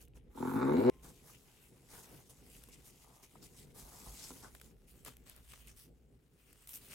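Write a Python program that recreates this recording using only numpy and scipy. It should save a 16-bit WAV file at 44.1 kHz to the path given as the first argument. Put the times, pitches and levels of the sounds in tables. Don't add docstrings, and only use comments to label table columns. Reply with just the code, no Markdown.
import sys
import numpy as np
from scipy import signal
from scipy.fft import rfft, irfft, next_fast_len
from scipy.io import wavfile
from scipy.ndimage import uniform_filter1d, map_coordinates

SR = 44100
rng = np.random.default_rng(int(sys.argv[2]) if len(sys.argv) > 2 else 0)


def dump_mix(stems):
    frames = np.atleast_2d(stems).T
    limited = np.clip(frames, -1, 1)
    pcm = np.round(limited * 32767).astype(np.int16)
    wavfile.write(sys.argv[1], SR, pcm)


N = 306054
TIME = np.arange(N) / SR


def amp(db):
    return 10 ** (np.asarray(db) / 20)


def unit(x):
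    return x / np.sqrt(np.mean(x ** 2) + 1e-20)


def along(points, hz):
    freqs, values = np.transpose(points)
    return np.interp(np.log(hz + 1), np.log(freqs + 1), values)


def curves(rows):
    times, *columns = np.transpose(rows)
    return [np.interp(TIME, times, column) for column in columns]


def wobble(rate):
    return map_coordinates(rng.standard_normal(int(N * rate / SR) + 4), [TIME * rate])


def filtered(x, response):
    size = next_fast_len(N + SR // 2)
    return irfft(rfft(x, size) * response(np.fft.rfftfreq(size, 1 / SR)), size)[..., :N]


def coloured(x, spectrum):
    return filtered(x, lambda hz: amp(along(spectrum, hz)))


def resonate(x, modes):
    def response(hz):
        total = 0
        for k, (centre, width, db) in enumerate(modes):
            peak = width * centre / (centre ** 2 - hz ** 2 + 1j * hz * width)
            total += (-1) ** k * amp(db) * peak * hz / (hz - 1j * centre)
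        return total
    return filtered(x, response)


def impulses(times, db):
    return np.bincount(np.round(np.asarray(times) * SR).astype(int), amp(db), N)[:N]


def strike(times, db, modes):
    return resonate(impulses(times, db), modes) / np.abs(resonate(signal.unit_impulse(N), modes)).max()


def bursts(times, db, t60):
    return signal.fftconvolve(impulses(times, db), amp(-60 * TIME[:SR // 4] / t60))[:N]


def strokes(rows, attack_s, release_s, arch_db=3.5):
    levels = np.zeros((len(rows[0]) - 2, N))
    for start, length, *db in rows:
        span = slice(max(int((start - attack_s) * SR), 0), int((start + length + release_s) * SR))
        age = TIME[span] - start
        rise = np.clip(age / attack_s + .5, 0, 1)
        arch = amp(-arch_db * np.clip(2 * age / length - 1, -1, 1) ** 2)
        fall = amp(-60 * np.maximum(age - length, 0) / release_s)
        levels[:, span] = np.maximum(levels[:, span], amp(db)[:, None] * rise * arch * fall)
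    return levels


def grains(rate, spread_db):
    hits = (rng.random((2, N)) < rate / SR) * rng.standard_normal((2, N))
    return unit(hits * amp(spread_db * np.clip(rng.standard_normal((2, N)), -2, 2)))


# frequency in Hz, likeness from 0 to 1.
LIKENESS = [(60, .82), (350, .78), (700, .35), (2500, .25), (5000, .3), (8000, .86), (14000, .86)]
def spread(pair):
    def blend(hz):
        angle = np.arccos(along(LIKENESS, hz)) / 2
        return np.array([np.cos(angle), np.sin(angle)])
    mid, side = filtered(pair, blend)
    return np.array([mid + side, mid - side]) / np.sqrt(np.mean(mid ** 2))


def patches(x, depth_db):
    spectra = signal.stft(x, nperseg=512)[2]
    drift = uniform_filter1d(rng.standard_normal(spectra.shape[1:]), size=14, axis=0)
    drift = unit(uniform_filter1d(drift, size=10, axis=1))
    return signal.istft(spectra * amp(depth_db * drift), nperseg=512)[1][:, :N]


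def friction(spectrum, clump_db=0, rate=300, patchy_db=0):
    noise = patches(rng.standard_normal((2, N)), patchy_db)
    clumps = amp(clump_db * np.clip(wobble(rate), -2, 2))
    return spread(coloured(noise * clumps, spectrum))


def nearby(x, wet_db, t60):
    t = TIME[:SR // 4]
    tail = rng.standard_normal((2, len(t))) * amp(-60 * t / t60) * (t > .002)
    tail /= np.linalg.norm(tail, axis=1, keepdims=True)
    return x + amp(wet_db) * signal.fftconvolve(x[None], tail, axes=1)[:, :N]


# time in seconds, murmur in dB, rumble in dB.
HAND_WEIGHT = [(.18, -66.5, -60.5), (1.15, -62.5, -66.5), (1.48, -71.5, -70), (2.05, -66, -69.5),
               (2.75, -65.5, -63.5), (3.2, -71.5, -73), (3.42, -63.5, -65), (4.1, -64.5, -64.5),
               (5.5, -70.5, -64), (6.06, -66, -67), (6.3, -73, -74), (6.94, -68, -66.5)]
# frequency in Hz, level in dB.
MURMUR_TONE = [(60, -16), (130, 4), (195, -2), (258, -1.5), (312, -7), (414, -3.5), (511, -9), (581, -17),
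               (800, -20.5), (1040, -36), (1760, -120)]
RUMBLE_TONE = [(20, -23.5), (35, -4), (60, 4), (92, -18.5), (120, -3), (260, -120)]
def board(rub):
    murmur_db, rumble_db = curves(HAND_WEIGHT)
    murmur = np.hypot(amp(murmur_db), amp(-5) * rub) * friction(MURMUR_TONE, clump_db=2.5, rate=23)
    return murmur + amp(rumble_db) * friction(RUMBLE_TONE)


# start in seconds, length in seconds, level in dB.
GLOVE_SQUEAKS = [(1.33, 0.033, -65.5), (1.52, 0.16, -77), (2.48, 0.082, -73)]
# frequency in Hz, width in Hz, level in dB.
WET_RING = [(2740, 520, 0)]
def squeaks():
    level, = strokes(GLOVE_SQUEAKS, attack_s=.04, release_s=.11)
    return level * spread(resonate(grains(rate=1100, spread_db=-3), WET_RING))


# time in seconds, peak level in dB.
WET_CLICKS = [(0.077, -60), (.136, -63), (0.174, -56), (2.552, -51), (5.677, -52), (6.922, -44)]
def clicks():
    return nearby(strike(*np.transpose(WET_CLICKS), WET_RING), wet_db=-15, t60=.015)


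# start in seconds, length in seconds, level in dB.
STRIP_DRAGS = [(3.0, 0.21, -69.5), (3.74, 0.4, -66.5)]
# frequency in Hz, width in Hz, level in dB.
STRIP_RING = [(716, 270, -6), (945, 290, -6.5), (1218, 70, -4.5), (2030, 66, -28)]
def drags():
    level, = strokes(STRIP_DRAGS, attack_s=.03, release_s=.22)
    return level * spread(resonate(grains(rate=600, spread_db=0), STRIP_RING))


# time in seconds, pat in dB, thud in dB,
# the smear's fade time in seconds, pitch as a multiple of a usual strip's.
LANDINGS = [(0.169, -72, -52.5, 0.051, 1.3), (2.685, -59, -52.5, 0.042, 0.9),
            (3.355, -50, -68, 0.036, 1.06), (4.061, -50, -58, 0.23, 1.05), (4.305, -46, -45, 0.053, 1.13),
            (4.316, -56, -45, 0.04, 1.2), (4.445, -47, -55, 0.17, 1.24), (5.08, -47.5, -52, 0.027, 1.03)]
# time in seconds, peak level in dB.
TABLE_BUMPS = [(3.829, -50), (4.075, -48)]
# frequency in Hz, width in Hz, level in dB.
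THUD_RING = [(139.5, 40, -14), (257, 32, 0.5), (405, 36, -3.5), (504, 49, -8.5)]
TABLE_RING = [(50, 7.8, 0)]
def taps():
    noise = spread(rng.standard_normal((2, N)))
    pats = 0
    for time, db, _, t60, pitch in LANDINGS:
        modes = [(hz * pitch, width, level) for hz, width, level in STRIP_RING]
        smear = bursts([time], [db - 7], t60) * unit(resonate(noise, modes))
        pats = pats + strike([time], [db], modes) + smear
    times, _, thud_db, *_ = np.transpose(LANDINGS)
    thuds = nearby(strike(times, thud_db, THUD_RING), wet_db=-3, t60=.56)
    return pats + thuds + strike(*np.transpose(TABLE_BUMPS), TABLE_RING)


# time in seconds, hiss in dB.
LIGHT_TOUCH = [(.3, -92), (.96, -79), (1.12, -72), (1.78, -75), (2.42, -71.5), (2.96, -70.5), (3.38, -74.5),
               (3.55, -71), (3.7, -76.5), (3.9, -86), (4.66, -70), (4.77, -86.5), (4.98, -72.5),
               (5.22, -80), (5.6, -67.5), (5.95, -88.5), (6.27, -87.5), (6.42, -76), (6.94, -62.5)]
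# start in seconds, length in seconds,
# hiss in dB, fine top of the hiss in dB, rubbing in dB.
CUCUMBER_STROKES = [(0.0, 0.033, -67.5, -64, -71), (0.15, 0.033, -73, -75, -70.5),
                    (1.025, 0.089, -63.5, -63, -62.5), (1.23, 0.12, -66, -63, -67),
                    (1.6, 0.1, -71, -67.5, -73), (1.89, 0.17, -61.0, -61, -62),
                    (2.04, 0.17, -69, -64.5, -64.5), (2.293, 0.019, -60, -57.5, -67),
                    (2.49, 0.12, -66, -63.5, -77), (2.718, 0.028, -60.5, -67, -77.5),
                    (2.84, 0.066, -63, -61.5, -69.5), (3.225, 0.023, -60.5, -62, -66),
                    (3.418, 0.049, -58, -63.5, -68.5), (3.56, 0.078, -62, -64, -81),
                    (3.745, 0.089, -59, -58.5, -63.5), (3.84, 0.57, -60, -60, -66),
                    (4.16, 0.155, -53.5, -59.5, -64), (4.33, 0.085, -62.5, -62.5, -63.5),
                    (4.42, 0.063, -59.5, -64, -58.5)]
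RICE_STROKES = [(4.87, 0.061, -70, -67, -77), (5.056, 0.027, -55, -57, -56.5),
                (5.257, 0.072, -65.5, -68, -65.5), (5.34, 0.064, -80, -69, -65),
                (5.485, 0.077, -60.5, -66, -69), (5.67, 0.038, -60.5, -69, -84),
                (5.76, 0.084, -64, -62.5, -84), (6.678, 0.062, -60, -51.5, -76),
                (6.732, 0.03, -53, -49, -76), (6.78, 0.22, -62.5, -62.5, -69.5),
                (6.895, 0.113, -54, -53.5, -59.5)]
def effort():
    touch_db = curves(LIGHT_TOUCH)[0] + wobble(30)
    light = amp([touch_db, touch_db - .5, .48 * touch_db - 40.5])
    brushing = strokes(CUCUMBER_STROKES, attack_s=.022, release_s=.13)
    pressing = strokes(RICE_STROKES, attack_s=.015, release_s=.21)
    return np.maximum(light, brushing + pressing) * amp(.78 * wobble(45))


def hissing(noise, hiss, fine, split_hz=9400):
    top = filtered(noise, lambda hz: 1 / (1 + (split_hz / (hz + 1)) ** 12))
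    return hiss * unit(noise - top) + fine * unit(top)


# frequency in Hz, level in dB.
GLOVE_TONE = [(1000, -35), (1900, -23), (2900, -10), (5200, -2), (6500, -1.5), (8500, -1.5), (11000, -2.5),
              (15800, -8.5)]
SLIDE_TONE = [(350, 2.5), (600, -1), (850, 2), (1150, -2), (1600, -3.5), (2600, -20.5), (4500, -22),
              (9000, -49)]
CREASE_TONE = [(1200, -26), (2000, 2), (2800, 0.5), (3800, -3), (6000, -34)]
def gloves_on_cucumber(hiss, fine, rub):
    glove = hissing(friction(GLOVE_TONE, clump_db=1.8, rate=540, patchy_db=1.7), hiss, fine)
    strips = rub * friction(SLIDE_TONE, clump_db=2, rate=190, patchy_db=1.5)
    creases = np.sqrt(hiss) * amp(-41.5) * friction(CREASE_TONE, clump_db=3, rate=350, patchy_db=2.5)
    return glove + strips + creases


# frequency in Hz, level in dB.
RICE_TONE = [(1500, -11.5), (2800, 0), (4000, -7), (7400, -3), (9000, 0), (12000, -1.5), (14500, 0.5),
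             (15800, -3)]
PRESS_TONE = [(350, -16), (550, 1.5), (800, -1.5), (1300, 0), (1900, -2), (4500, -8.5), (9000, -15)]
def rice_on_seaweed(hiss, fine, rub):
    sticky = amp(-13) * spread(coloured(grains(rate=900, spread_db=7), RICE_TONE))
    rice = hissing(friction(RICE_TONE, clump_db=2, rate=520, patchy_db=2.5) + sticky, hiss, fine)
    crisp = amp(-4) * spread(coloured(grains(rate=300, spread_db=7), PRESS_TONE))
    seaweed = rub * unit(friction(PRESS_TONE, clump_db=2, rate=230) + crisp)
    return rice + seaweed


# time in seconds, rough peak level in dB,
# low part compared with the high part in dB, fade time in seconds.
TINY_CRACKS = [(.038, -47, -20.5, .012), (.052, -47, -24, .008), (.082, -48, -18, 0.011),
               (2.565, -39.5, -11, 0.021), (2.637, -44, -9, 0.036), (2.687, -43.5, -20, 0.037),
               (4.5494, -39.5, 1.5, 0.025), (4.599, -39, -4, 0.011), (4.614, -36, -1.5, 0.019),
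               (5.049, -32.5, -30, 0.024), (5.072, -35, -15, 0.024), (5.0805, -40, -0.5, 0.029),
               (5.1687, -32, -19, 0.0042), (5.281, -43, -5, .012), (5.297, -32.5, -15, 0.0095),
               (5.3638, -38, -13, .007), (5.52, -33, -9, .007), (5.535, -44.5, 6, 0.037),
               (5.672, -37, -14, 0.019), (5.681, -41, -15, .012), (5.714, -42, -4, 0.009),
               (6.5288, -40, -8, 0.013), (6.622, -42, -18, .008), (6.673, -35, -19, 0.02),
               (6.692, -32, -24, .01), (6.7323, -30.5, -27, 0.021)]
# frequency in Hz, level in dB.
CRACK_TONE = [(1500, -10.5), (3000, -5), (6000, -6.5), (10000, 1), (14000, -0.5), (15800, -8)]
def ticks(crest_db=12.5):
    high, low = np.zeros((2, N))
    for time, db, low_db, t60 in TINY_CRACKS:
        start = round(time * SR)
        fall = amp(db - crest_db - 60 * TIME[:SR // 16] / t60)[:N - start]
        high[start:start + len(fall)] += fall
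        low[start:start + len(fall)] += amp(low_db) * fall
    high, low = np.abs(uniform_filter1d([high, low], size=40))
    return high * friction(CRACK_TONE, clump_db=3.5, rate=640) + low * friction(PRESS_TONE)


CUT_START_S, STOP_S = .3, .899
def stop_click(ring_hz=1050, ring_db=-70, t60=1):
    age = np.maximum(TIME - STOP_S, 0)
    click = strike([STOP_S - .0005], [-28], [(1800, 2100, -4), (6000, 22000, -14)])
    return click + amp(ring_db - 60 * age / t60) * np.sin(2 * np.pi * ring_hz * age)


# time in seconds, level in dB, hollow share from 0 to 1.
SKIN_SNAPS = [(0.375, -38.5, 0.95), (.385, -44, 0.8), (.411, -41, 0.6), (.427, -29, 0.7), (.451, -32, .5),
              (.460, -34, 0.6), (.474, -30, .3), (.482, -32, .15), (.496, -32.5, .1), (0.517, -33, 0.9),
              (.538, -32.5, 0.4), (.557, -31, .3), (.564, -29, 0.5), (.574, -33, .1), (.584, -34, 0.6),
              (.590, -30, .2), (.599, -30.5, 0), (0.614, -31, 0), (.620, -26.5, 0), (.629, -26, 0),
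              (.643, -34, 0), (.672, -33, 0), (.687, -31.5, 0.3), (.695, -29, 0.2), (.722, -29.5, 0)]
# frequency in Hz, width in Hz, level in dB.
SKIN_RING = [(815, 57, 10), (1220, 624, 9.5), (1420, 570, 4.5), (1420, 350, -7.5), (2530, 500, -16),
             (3550, 240, -12)]
HOLLOW_RING = [(774, 116, -0.5), (956, 155, 1)]
def snaps():
    times, db, hollow = np.transpose(SKIN_SNAPS)
    hollow = np.clip(hollow, .01, .99)
    rings = sum(strike(times, db + 6.5 + 20 * np.log10(share), modes)
                for share, modes in [(1 - hollow, SKIN_RING), (hollow, HOLLOW_RING)])
    muffle = [(1250, -8.5), (1600, -6), (1850, -18.5), (2200, -8.5),
              (2900, -20), (4000, -10), (6000, -9.5)]
    return coloured(nearby(rings, wet_db=-6, t60=.022), muffle)


# time in seconds, crunch in dB, fizz of juice in dB.
TEARING = [(.3, -90, -85), (0.38, -62.5, -60.5), (0.448, -56, -60), (0.554, -51, -59), (0.648, -46.5, -66),
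           (.76, -45, -63), (0.826, -45.5, -60), (0.89, -44.5, -64.5)]
# frequency in Hz, width in Hz, level in dB.
TAUT_RING = [(805, 280, 8), (1470, 330, 0.5), (2240, 164, 0), (2850, 120, -6.5), (4020, 580, -9)]
# frequency in Hz, level in dB.
JUICE_TONE = [(1650, -31), (2800, -6), (3850, -2), (4960, -6.5), (7600, 1), (8240, -5), (9870, 0.5),
              (15800, -4.5)]
def crunch():
    crunch_db, fizz_db = curves(TEARING)
    cells = grains(rate=2400, spread_db=2)
    long_skin = amp(3.5) * unit(resonate(cells, SKIN_RING))
    short_skin = amp(1.5) * unit(resonate(cells, TAUT_RING))
    taut = np.interp(TIME, [.64, .8], [0, 1])
    tearing = spread((1 - taut) * long_skin + taut * short_skin)
    snap_times, snap_db, _ = np.transpose(SKIN_SNAPS)
    spray = amp(fizz_db) + bursts(snap_times, snap_db - 43.5, t60=.0065)
    return amp(crunch_db) * tearing + spray * friction(JUICE_TONE, clump_db=2, rate=380, patchy_db=3)


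# time in seconds, slips per second.
SLIP_SPEED = [(.325, 38), (.5, 44.2), (.535, 51.5), (.57, 56), (.62, 66), (.68, 68.8), (.74, 78.5),
              (.78, 91.5), (.82, 110.8), (.86, 125), (.9, 127.5)]
# time in seconds, whole body in dB, stiff end in dB.
SLIP_FORCE = [(.35, -52, -56), (.385, -37, -44), (.43, -33.5, -36), (.48, -31.5, -39), (.52, -32, -37),
              (.56, -24, -38), (.595, -36, -35), (.625, -29, -31), (.655, -27, -32), (.675, -32, -31),
              (.7, -26, -25.5), (.72, -27, -33), (.74, -26, -25.5), (.757, -31.5, -32), (.778, -25, -34),
              (.81, -35.5, -28.5), (.838, -27.5, -30.5), (.86, -29, -27.5), (.895, -34, -23)]
# frequency in Hz, width in Hz, level in dB.
BODY_RING = [(133, 33, -12.5), (238, 27, -3), (266, 23, 0)]
END_RING = [(338, 32, -6), (379, 32, 2.5), (431, 39, -5.5), (490, 36, -5.5), (623, 47, -17), (860, 90, -17)]
def judder(jitter_s=.00018, scatter_db=1.5):
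    rate, = curves(SLIP_SPEED)
    slip_count = np.floor(np.cumsum(rate * (TIME > SLIP_SPEED[0][0])) / SR)
    slips = np.flatnonzero(np.diff(slip_count)) / SR
    slips = slips[slips < STOP_S]
    late, extra_db = (rng.standard_normal((200, 2))[:len(slips)] * [jitter_s, scatter_db]).T
    times, body_db, end_db = np.transpose(SLIP_FORCE)
    return sum(strike(slips + late, np.interp(slips, times, db) + extra_db, modes)
               for db, modes in [(body_db, BODY_RING), (end_db, END_RING)])


# frequency in Hz, side level in dB.
ROCKING_WIDTH = [(110, -5), (230, -18), (370, -8), (520, 1.5), (900, 0.5)]
def creak():
    snap_times, snap_db, _ = np.transpose(SKIN_SNAPS)
    mid = judder() + strike(snap_times, snap_db - 11, THUD_RING)
    side = filtered(mid, lambda hz: 1j * amp(along(ROCKING_WIDTH, hz)))
    return nearby(mid, wet_db=-18, t60=.06) + np.array([side, -side])


def knife(fade_s=.003):
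    bass_cut = signal.butter(4, 85, "highpass", fs=SR, output="sos")
    cut = signal.sosfilt(bass_cut, creak() + snaps() + crunch())
    audible = np.clip(np.minimum(TIME - CUT_START_S, STOP_S - TIME) / fade_s + .5, 0, 1)
    return cut * audible


def leaning(x, balance):
    return filtered(x, lambda hz: amp(along(balance, hz) * np.array([[.5], [-.5]])))


# frequency in Hz, left minus right in dB.
HAND_BALANCE = [(60, -1), (200, 0.5), (1290, 2), (2380, 5), (4400, 3), (8120, 0)]
KNIFE_BALANCE = [(120, 7), (250, 1), (500, 3), (1000, -2), (2200, 4), (8000, .3)]
RICE_START_S = 4.72
def scene():
    hiss, fine, rub = effort()
    cucumber = gloves_on_cucumber(hiss, fine, rub)
    hands = np.where(TIME < RICE_START_S, cucumber, rice_on_seaweed(hiss, fine, rub))
    handling = hands + squeaks() + drags() + board(rub) + ticks() + clicks() + taps()
    return leaning(knife(), KNIFE_BALANCE) + stop_click() + leaning(handling, HAND_BALANCE)


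TOP_HZ = 15950
def record(dry):
    return filtered(dry, lambda hz: hz < TOP_HZ)


dry = scene()
out = record(dry)
dump_mix(out)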